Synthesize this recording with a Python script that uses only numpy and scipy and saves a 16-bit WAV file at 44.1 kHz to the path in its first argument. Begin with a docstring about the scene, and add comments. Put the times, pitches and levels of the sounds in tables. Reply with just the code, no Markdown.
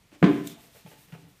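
"""A sponge eraser rubs quickly to and fro on a whiteboard in a classroom.
Friction grains hiss with each stroke; the sponge catches and scuffs, and its edge ticks sharply.
The loose board flexes under the hand with soft thuds. Once it bangs hard against its backing
and rings on in beating panel modes. The room adds reverberation and quiet air noise."""
import sys
import numpy as np
from scipy import signal
from scipy.fft import rfft, irfft
from scipy.io import wavfile

SR = 44100
rng = np.random.default_rng(int(sys.argv[2]) if len(sys.argv) > 2 else 0)


def log_audio(samples):
    """Write samples as a 16-bit WAV file to the path given in sys.argv[1]."""
    # one column per channel
    frames = np.atleast_2d(samples).T
    # limit to full scale, then quantise
    limited = np.clip(frames, -1, 1)
    pcm = np.round(limited * 32767).astype(np.int16)
    wavfile.write(sys.argv[1], SR, pcm)


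N = 61739

# rub spectrum (frequency [Hz], level [dB])
RUB_SPECTRUM = [(100, -30), (600, 1), (2000, 2), (3500, 4), (5000, 1.5), (8000, 0), (10300, -7.5),
                (15000, -13.5)]
# fizz spectrum (frequency [Hz], level [dB])
FIZZ_SPECTRUM = [(100, -43), (4000, -19), (7000, -13.5), (9000, 1.5), (10400, -4), (12000, 2.5),
                 (15000, -0.5)]
# strokes (time of peak speed [s], half length [s], rub level [dB], fizz level [dB])
STROKES = [(0.145, 0.021, -62, -82), (0.342, 0.12, -56.5, -59), (0.491, 0.052, -51, -51),
           (0.634, 0.077, -61, -59.5), (0.774, 0.062, -60, -58.5), (0.908, 0.062, -60, -59.5),
           (1.017, 0.064, -63.5, -60), (1.12, 0.068, -67.5, -66), (1.209, 0.049, -66.5, -70),
           (1.303, 0.037, -69.5, -67.5), (1.377, 0.038, -70.5, -69)]


def wiping(grains_per_s=9000, grain_spread_db=3.0, fizz_narrowing=1.18):
    """Friction grains swell and fade with stroke speed; the fizz needs more speed, so it is briefer."""
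    t = np.arange(N) / SR
    rub_power, fizz_power = np.zeros((2, N))
    for time_s, half_s, rub_db, fizz_db in STROKES:
        offset = (t - time_s) / half_s
        rub_power += amp(rub_db) ** 2 * np.exp(-2 * offset ** 2)
        fizz_power += amp(fizz_db) ** 2 * np.exp(-2 * (fizz_narrowing * offset) ** 2)
    signs = rng.choice([-1, 1], (2, N))
    sizes = amp(grain_spread_db * np.minimum(rng.exponential(1, (2, N)), 3))
    grains = signs * sizes * (rng.random((2, N)) < grains_per_s / SR)
    rub = np.sqrt(rub_power) * colour(grains[0], RUB_SPECTRUM)
    fizz = np.sqrt(fizz_power) * colour(grains[1], FIZZ_SPECTRUM)
    return rub + fizz


# rasp spectrum (frequency [Hz], level [dB])
RASP_SPECTRUM = [(100, -3.5), (300, -10.5), (600, 1.5), (1200, 2.5), (2200, 1.5), (3000, -0.5), (3600, -12),
                 (5500, -16), (15000, -30)]
# panel mid resonances (frequency [Hz], bandwidth [Hz], level [dB])
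SCUFF_MODES = [(490, 17, 2), (600, 70, -2), (703, 83, -5.5), (766, 40, -3), (872, 31, 3), (1137, 16, -6.5)]
# sponge judders (time [s], length [s], rasp level [dB], panel level [dB], catch boost [dB])
SCUFFS = [(0.117, 0.046, -60.5, -64.5, 6.5), (0.570, 0.031, -71, -58, 6), (0.638, 0.01, -62.5, -59, -1),
          (0.748, 0.022, -58, -57.5, 5.5), (0.8605, 0.014, -54.5, -51.5, 9.5), (0.915, 0.026, -58, -56, 12),
          (0.965, 0.017, -68, -63.5, 9), (1.083, 0.022, -63, -67, 0), (1.122, 0.03, -51.5, -59.5, 7),
          (1.150, 0.016, -61, -51.5, 10), (1.238, 0.019, -69.5, -64, 0)]


def scuff(length_s, rasp_db, panel_db, catch_db, rise_s=0.002, catch_s=0.0034, slips_per_s=3500):
    """The sponge catches, then a run of tiny slips rasps and excites the panel."""
    t = np.arange(SR // 4) / SR
    catch = amp(catch_db * np.exp(-(t / catch_s) ** 2))
    release = fade(np.maximum(t - length_s, 0), t60_s=0.06)
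    grip = np.minimum(t / rise_s, 1) * catch * release
    slips = rng.choice([-1, 1], len(t)) * (rng.random(len(t)) < slips_per_s / SR)
    modes = sum(amp(db) * width_hz * np.exp(-np.pi * width_hz * t) * np.sin(2 * np.pi * hz * t)
                for hz, width_hz, db in SCUFF_MODES)
    panel = unit(signal.fftconvolve(slips * grip, modes)[:len(t)]) * np.sqrt(length_s / t[-1])
    return amp(rasp_db) * grip * colour(slips, RASP_SPECTRUM) + amp(panel_db) * panel


# tick spectrum (frequency [Hz], level [dB])
TICK_SPECTRUM = [(300, -46.5), (2000, -13), (3700, 7), (5000, -16), (7000, 7), (8800, 0), (10400, -14),
                 (11800, -1), (15000, -1.5)]
# edge ticks (time [s], level [dB])
TICKS = [(0.2266, -46), (0.4708, -43), (0.4728, -32)]


def tick(level_db):
    """The eraser's edge gives a short, bright snap."""
    noise = colour(flat_noise(1024), TICK_SPECTRUM)
    t = np.arange(len(noise)) / SR
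    return amp(level_db) * noise * fade(t, t60_s=0.026)


# board thuds (time [s], level [dB], pitch [Hz], swell [s], relative overtone level [dB])
THUDS = [(0.217, -22.5, 191, 0.0056, -19), (0.2245, -7, 174, 0.015, -13), (0.845, -40.5, 170.6, 0.011, -27),
         (0.868, -45.5, 147, 0.0085, -15.5), (0.905, -60, 144, 0.035, -8.5), (0.982, -59, 139, 0.0089, -14),
         (1.072, -51.5, 160, 0.015, -18), (1.121, -34.5, 160.4, 0.013, -23.5),
         (1.145, -42, 162.8, .014, -23), (1.222, -53, 105, .012, -5), (1.232, -48, 166, .025, -18),
         (1.304, -53, 169, 0.01, -28)]


def thud(level_db, hz, swell_s, overtone_db, overtone_hz=283.4):
    """The panel's two lowest bending modes swell and die under the hand."""
    return flex(level_db, hz, swell_s) + flex(level_db + overtone_db, overtone_hz, swell_s)


# dull bump before the bang (time [s], level [dB], pitch [Hz], swell [s])
BUMPS = [(0.124, -45.5, 307, 0.0044)]


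def flex(level_db, hz, swell_s, sharpness=2.82):
    """One damped bending mode, pushed softly."""
    t = np.arange(SR // 4) / SR
    swell = (t / swell_s * np.exp(1 - t / swell_s)) ** sharpness
    return amp(level_db) * swell * np.sin(2 * np.pi * hz * t)


# impact spectrum (frequency [Hz], level [dB])
CLACK_SPECTRUM = [(60, -19), (200, -2.5), (450, 6.5), (700, -2.5), (1000, -1.5), (1400, -6), (1800, -5.5),
                  (2600, -12), (3600, -17), (5200, -32), (9000, -44), (15000, -70)]
# strike and rebounds (time [s], level [dB], tilt [dB/octave], rise [s])
CLACKS = [(0.2267, -11.5, -2.15, 0.0008), (0.2398, -21, 4, 0.0021), (0.252, -23, -1.5, 0.006)]


def clack(level_db, tilt_db_per_oct, rise_s, clatter_db=-10.5):
    """The board hits its backing: a sharp contact, then a short clatter of dense modes."""
    t = np.arange(SR // 2) / SR
    looped_noise = np.resize(flat_noise(512), len(t))
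    crack = colour(looped_noise, CLACK_SPECTRUM, tilt_db_per_oct) * fade(t, t60_s=0.033)
    clatter = colour(flat_noise(len(t)), CLACK_SPECTRUM, tilt_db_per_oct) * fade(t, t60_s=0.26)
    return amp(level_db) * np.minimum(t / rise_s, 1) * (crack + amp(clatter_db) * clatter)


# panel modes (frequency [Hz], level [dB], T60 [s])
PANEL_MODES = [(129.6, -10.5, 0.65), (163.3, -11.5, 0.7), (228, -1.5, 0.48), (291.4, -2.5, 0.41),
               (386, -4.5, 0.37), (436.4, -8.5, 0.15), (505.3, -3.5, 0.16), (557, -15, 0.39),
               (673.6, -24.5, 1), (695.5, -7, 0.34), (850, -18.5, 0.34), (1031, -11.5, .4),
               (1120, -13, 0.12)]


def ring(level_db=-25, rise_s=0.014, spread=0.0201):
    """The panel rings after the bang; each mode is a cluster of four close, beating neighbours."""
    t = np.arange(SR) / SR
    out = np.zeros(SR)
    for hz, db, t60_s in PANEL_MODES:
        detune, phase = rng.uniform(-0.934, 1, (2, 4, 1))
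        cluster_hz = hz * (1 + spread * detune)
        cluster = np.sin(2 * np.pi * (cluster_hz * t + phase)).sum(axis=0)
        out += amp(db) * fade(t, t60_s) * unit(cluster)
    return amp(level_db) * np.minimum(t / rise_s, 1) * out


# reverb decay (frequency [Hz], T60 [s])
ROOM_DECAY = [(100, 0.63), (300, 0.4631), (1000, 0.57), (3000, .65), (6000, 0), (14000, 2.5)]
# reverb spectrum (frequency [Hz], level [dB])
ROOM_SPECTRUM = [(80, -3.5), (125, -0.5), (175, -28), (240, 1.5), (380, 0.5), (550, -9.5), (1000, -8),
                 (3500, -3.5), (6000, -7.5), (14000, -24)]


def room(x, delay_s=0.011):
    """Dense classroom reflections, each band dying at its own rate."""
    hz, t, bands = signal.stft(flat_noise(SR), SR, nperseg=512)
    t60_s = curve_at(ROOM_DECAY, hz)[:, None]
    gain = amp(curve_at(ROOM_SPECTRUM, hz))[:, None]
    energy_norm = np.sqrt(2 * np.log(1000) / (t60_s * SR))
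    _, response = signal.istft(bands * fade(t, t60_s) * gain * energy_norm, SR, nperseg=512)
    out = np.zeros(N)
    add(out, delay_s, signal.fftconvolve(x, response))
    return out


# air noise spectrum (frequency [Hz], level [dB])
AIR_SPECTRUM = [(15, -32), (25, -10), (98, -5.5), (142, -5.5), (488, -18), (1120, -20), (1390, -20.5),
                (1580, -24.5), (1760, -18.5), (15000, -32)]


def air(level_db=-63):
    """Quiet, steady room noise."""
    return amp(level_db) * colour(flat_noise(N), AIR_SPECTRUM)


def amp(db):
    """Decibels to gain."""
    return 10 ** (np.asarray(db) / 20)


def unit(x):
    """Scales to rms 1."""
    return x / np.sqrt(np.mean(x ** 2) + 1e-20)


def curve_at(points, hz):
    """Interpolates on a log-frequency axis."""
    points_hz, values = np.transpose(points)
    return np.interp(np.log(hz + 1), np.log(points_hz + 1), values)


def colour(x, spectrum, tilt_db_per_oct=0):
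    """Filters x by a spectrum tilted about 1 kHz; rms 1."""
    hz = np.fft.rfftfreq(len(x), 1 / SR)
    octaves = np.log2((hz + 1) / 1000)
    gain = amp(curve_at(spectrum, hz) + tilt_db_per_oct * octaves)
    return unit(irfft(rfft(x) * gain, len(x)))


def fade(t, t60_s):
    """Exponential decay."""
    return amp(-60 * t / t60_s)


def flat_noise(size):
    """Flat-spectrum, random-phase noise; rms 1."""
    return unit(irfft(np.exp(2j * np.pi * rng.random(size // 2 + 1)), size))


def add(mix, time_s, sound):
    """Mixes a sound in at time_s."""
    part = mix[max(round(time_s * SR), 0):][:len(sound)]
    part += sound[:len(part)]


def play(table, source):
    """Plays each row at its time."""
    out = np.zeros(N)
    for time_s, *row in table:
        add(out, time_s, source(*row))
    return out


def scene(send_db=-1, low_cut_hz=72):
    """Eraser, board and reverb, with deep rumble removed by a low cut, over the room's air."""
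    flexing = play(THUDS, thud) + play(BUMPS, flex)
    bang = play(CLACKS, clack)
    add(bang, CLACKS[0][0], ring())
    rubbing = wiping() + play(SCUFFS, scuff) + play(TICKS, tick)
    reverb = room(bang + amp(send_db) * (rubbing + flexing))
    low_cut = signal.butter(4, low_cut_hz, "highpass", fs=SR, output="sos")
    sound = signal.sosfilt(low_cut, rubbing + flexing + bang + reverb)
    return (sound + air())[None]


def record(dry, cutoff_hz=15400):
    """Steep low-pass band limit."""
    lowpass = signal.firwin(511, cutoff_hz, window=("kaiser", 9), fs=SR)
    return signal.oaconvolve(dry, lowpass[None], "same")


dry = scene()
out = record(dry)
log_audio(out)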